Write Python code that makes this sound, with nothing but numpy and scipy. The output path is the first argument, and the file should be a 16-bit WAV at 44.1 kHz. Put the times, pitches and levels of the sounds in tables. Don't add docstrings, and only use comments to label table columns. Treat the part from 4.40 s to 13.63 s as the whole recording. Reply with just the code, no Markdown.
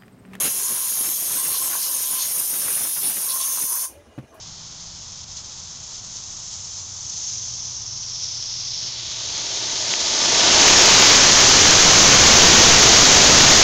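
import sys
import numpy as np
from scipy import signal
from scipy.fft import rfft, irfft, next_fast_len
from scipy.io import wavfile

SR = 44100
rng = np.random.default_rng(int(sys.argv[2]) if len(sys.argv) > 2 else 0)


def unload_wav(signal):
    wavfile.write(
        sys.argv[1],
        SR,
        np.round(np.clip(np.atleast_2d(signal).T, -1, 1) * 32767).astype(np.int16),
    )


N = 407043
TIME = np.arange(N) / SR


def gain_of(db):
    return 10 ** (np.asarray(db) / 20)


def evened(x):
    return x / np.sqrt(np.mean(x ** 2) + 1e-20)


def read(points, hz):
    point_hz, db = np.transpose(points)
    return np.interp(np.log(hz + 1), np.log(point_hz + 1), db)


def follow(rows, t=TIME):
    seconds, values = np.transpose(rows)
    return np.interp(t, seconds, values)


def coloured(x, points):
    size = next_fast_len(N + 4096)
    hz = np.fft.rfftfreq(size, 1 / SR)
    shaped = rfft(x, size) * gain_of(read(points, hz))
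    return irfft(shaped, size)[:N]


def noise(points):
    return evened(coloured(rng.standard_normal(N), points))


def flutter(low_hz, high_hz):
    slope_db = -10 * np.log10(high_hz / low_hz)
    return noise([(low_hz / 2, -30), (low_hz, 0), (high_hz, slope_db), (high_hz * 2, -70)])


def bump(hz, centre, width):
    return np.exp(-.5 * ((hz - centre) / width) ** 2)


def ramp(start_s, length_s):
    return np.clip((TIME - start_s) / length_s, 0, 1)


def surge(s, length_s):
    return np.exp(-2 * ((TIME - s) / length_s) ** 2)


# (full from [s], fades from [s], pitch [Hz], glide [Hz/s], level [dB])
FAR_ENGINES = [(0, .35, 160, 14, -52.5), (.7, 1.2, 170.5, 9.5, -61), (.7, 1.0, 82, 0, -57),
               (2.3, 2.4, 94.6, 0.5, -52.5), (3.5, 3.6, 93, -0.5, -52), (3.099, 5.2, 120.1, -1, -49.8)]
ENGINE_RISE_S, ENGINE_FADE_S = 0.22, 0.57


def engine(start, end, hz, glide, db, throb_db=1.0):
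    waver = 1 + .006 * flutter(low_hz=2, high_hz=8)
    turns = np.cumsum((hz + glide * (TIME - start)) * waver) / SR
    note = np.sqrt(2) * np.sin(2 * np.pi * turns)
    heard = ramp(start - ENGINE_RISE_S, ENGINE_RISE_S) * (1 - ramp(end, ENGINE_FADE_S))
    return heard * gain_of(db + throb_db * flutter(low_hz=1.9, high_hz=8)) * note


# (frequency [Hz], relative level [dB])
TRAFFIC_SPECTRUM = [(15, -5), (40, -5.5), (65, -2), (95, 2), (140, -2.5), (190, -7.5), (260, -14),
                    (400, -18.5), (540, -17), (950, -12), (1300, -15.5), (1800, -22), (3000, -23),
                    (9000, -46)]


def traffic(level_db=-47.0):
    murmur = gain_of(level_db) * noise(TRAFFIC_SPECTRUM)
    return murmur + sum(engine(*row) for row in FAR_ENGINES)


# (time [s], crack level [dB], pitch [Hz])
POP_EVENTS = [(1.76, -29, 4500), (4.979, -18, 5000), (5.148, -13, 4500), (5.174, -9, 4500),
              (5.5385, -5.5, 2700)]


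def pops(puff_db=-17, puff_s=0.00048):
    out, cycles = np.zeros(N), .75
    for s, db, hz in POP_EVENTS:
        near = abs(TIME - s) < .01
        t = TIME[near] - s
        crack = np.cos(2 * np.pi * hz * t) * np.exp(-(hz * t / cycles) ** 2)
        puff = -2 * t / puff_s * np.exp(-(t / puff_s) ** 2)
        out[near] += gain_of(db) * (crack + gain_of(puff_db) * puff)
    return out


# (time [s], level [dB])
GAS_FLOW = [(0.0, -39.5), (1.51, -36.5), (2.41, -33.5), (2.47, -35.5), (2.85, -29), (3.47, -32),
            (3.83, -29.5), (4.47, -28.5), (4.52, -31), (5.55, -23.5), (6.27, -13), (9.23, -12.5)]
FULL_FLOW_DB = -12.5


def flow_db():
    return follow(GAS_FLOW)


def thrust_db():
    return flow_db() - FULL_FLOW_DB


SPREADS_S, SPREADING_S, SMALLEST_SIZE = 5.98, .3, 0.14


def flame_size(t=TIME):
    still_to_grow = np.exp(-np.maximum(t - SPREADS_S, 0) / SPREADING_S)
    return np.clip(1 - (1 - SMALLEST_SIZE) * still_to_grow, 0, 1)


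# (time of the middle [s], time to nearly die away on each side [s], change of the roar [dB])
FLAME_FLARES = [(6.03, .28, 1.8), (6.6, 0.23, 1.6), (7.1, 0.32, -0.5), (8.093, 0.45, 1)]


def flare_db():
    return sum(db * surge(s, length) for s, length, db in FLAME_FLARES)


LENGTHENS_S, LENGTHENING_S = 6.68, 1.06
# (frequency [Hz], relative level [dB])
RUMBLE_SPECTRUM = [(10, 3.5), (25, -4.5), (60, -0.5), (110, 0), (240, 0), (400, -5), (700, -3), (2000, -35),
                   (9000, -61.5)]


def rumble(level_db=-25.5, growth=2.5, long_flame_db=5.0, flaring=.4, gust_db=0.7):
    db = level_db + growth * thrust_db()
    db = db + long_flame_db * ramp(LENGTHENS_S, LENGTHENING_S) + flaring * flare_db()
    buffets_db = gust_db * flutter(low_hz=6.6, high_hz=25)
    return gain_of(db + buffets_db) * noise(RUMBLE_SPECTRUM)


# (time [s], change [dB])
GAS_SPURTS = [(.863, -6), (.978, 4.5), (1.03, -2.5), (1.395, -2.5), (1.545, 2.5), (1.618, -2.5),
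              (1.768, 3.5), (2.13, 4), (2.38, 1.5), (3.845, 3), (4.986, 2.5), (5.518, 3.5)]
SPURT_S = .024


def sputter(small_flame_db=.88, full_flame_db=0.09):
    depth_db = small_flame_db + (full_flame_db - small_flame_db) * flame_size()
    spurts_db = sum(db * surge(s, SPURT_S) for s, db in GAS_SPURTS)
    return gain_of(depth_db * flutter(low_hz=13, high_hz=220) + spurts_db)


def gas(grains_per_s=450, grain_spread_db=3.5, small_flame_db=-10.0, full_flame_db=-21):
    sizes = np.minimum(rng.exponential(1, N), 4)
    bursts = rng.random(N) < grains_per_s / SR
    grains = gain_of(grain_spread_db * sizes) * bursts
    grit_db = small_flame_db + (full_flame_db - small_flame_db) * flame_size()
    return rng.standard_normal(N) + gain_of(grit_db) * evened(grains)


THROAT_HZ, ERODES_S, EROSION_S, SAG_HZ_PER_S = 6150, 3.02, 1.7, 570
# (frequency [Hz], relative level [dB])
HISS_SPECTRUM = [(300, -27), (1500, -25), (2100, -19.5), (2700, -16), (3250, -8.5), (3900, -6),
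                 (4600, -3.5), (5300, -2), (5750, -1.5), (6150, -1.6), (6550, -3), (7100, -3), (9000, -3.5)]
# (time [s], height [dB])
THROAT_RING = [(0, 2), (1.2, 3.5), (2.7, 8.5), (3.5, 10.5), (4.4, 4), (4.6, -4.5), (6.2, -1)]
# (time [s], level [dB])
TREBLE_LEVEL = [(0, 0), (2.2, 8), (3.9, -2.5), (4.55, -9.5), (6.3, 1)]
# (frequency [Hz],
# width [Hz], height [dB])
TREBLE_RIPPLES = [(3370, 90, 1.5), (5280, 120, 2.5), (5830, 100, -5), (6170, 130, 1), (6740, 60, -3),
                  (6830, 70, 4.5), (7110, 50, 4), (7220, 90, 4), (7520, 50, -4), (7630, 70, 7),
                  (8240, 79, 3.5)]


def hiss(width_hz=650, level_db=0.01, full_hz=6950, full_db=2.5):
    hz, t, spectra = signal.stft(gas(), SR, nperseg=1024, noverlap=768)
    hz, size = hz[:, None], flame_size(t)
    centre = THROAT_HZ - SAG_HZ_PER_S * np.clip(t - ERODES_S, 0, EROSION_S)
    throat_db = follow(THROAT_RING, t) * bump(hz, centre, width_hz)
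    treble_db = follow(TREBLE_LEVEL, t) * bump(hz, 7860, 800)
    edge_db = full_db * size * bump(hz, full_hz, width_hz)
    peaks_db = sum(db * bump(hz, f, width) for f, width, db in TREBLE_RIPPLES)
    ripple_db = peaks_db * .8 * (1 - size)
    shape = gain_of(read(HISS_SPECTRUM, hz) + throat_db + treble_db + edge_db + ripple_db)
    heard = shape * gain_of(read(MICROPHONE_RESPONSE, hz))
    shape = shape / np.sqrt(np.mean(heard ** 2, axis=0))
    rush = signal.istft(spectra * shape, SR, nperseg=1024, noverlap=768)[1][:N]
    return gain_of(level_db + flow_db()) * rush


# (delay [s], reflected share)
NEAR_ECHOES = [(.00332, .24), (.00378, -.24)]


def reflected(x):
    return x + sum(share * np.interp(TIME - delay, TIME, x, left=0) for delay, share in NEAR_ECHOES)


LIGHTS_S, LIGHTING_S = 4.13, 0.92
# (frequency [Hz], relative level [dB])
SMALL_FLAME_SPECTRUM = [(40, -17), (100, -11), (220, 1), (380, 4), (650, 5), (920, 4.5), (1130, 1),
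                        (1400, -1.5), (2000, 1), (2600, 0), (3200, 2.5), (4500, -3.5), (9000, -8)]
FULL_FLAME_SPECTRUM = [(60, -8.5), (200, -8.5), (380, 2.5), (650, -0.6), (920, 2), (1150, 2.5), (1600, 2),
                       (2400, 2), (3200, 2.5), (4500, -1), (6500, -6), (9000, -5)]


def roar(level_db=-13.0, growth=1.587, churn_db=0.88):
    size = flame_size()
    small = evened(reflected(noise(SMALL_FLAME_SPECTRUM)))
    wash = np.sqrt(1 - size) * small + np.sqrt(size) * noise(FULL_FLAME_SPECTRUM)
    churning_db = churn_db * flutter(low_hz=28, high_hz=150)
    db = level_db + growth * thrust_db() + flare_db() + churning_db
    return gain_of(db) * ramp(LIGHTS_S, LIGHTING_S) * wash


def scene():
    motor = sputter() * (hiss() + roar()) + rumble() + pops()
    return (traffic() + motor)[None]


# (frequency [Hz], level [dB])
MICROPHONE_RESPONSE = [(20, -0.5), (6600, 0), (7100, -6), (7500, -12.5), (7900, -23), (8400, -25.5),
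                       (8850, -30.5), (9200, -49.5), (9700, -78)]
EDGE_HZ = 15800


def record(dry, fizz_db=-7):
    ceiling, knee = .68, 9
    x = coloured(dry[0], MICROPHONE_RESPONSE)
    flat = x / (1 + abs(x / ceiling) ** (2 * knee)) ** (.5 / knee)
    distortion = coloured(flat - x, [(7500, 0), (9000, fizz_db), (16000, fizz_db + 4)])
    edge = signal.firwin(1023, EDGE_HZ, window=("kaiser", 9), fs=SR)
    return signal.oaconvolve(x + distortion, edge, "same")[None]


dry = scene()
out = record(dry)
unload_wav(out)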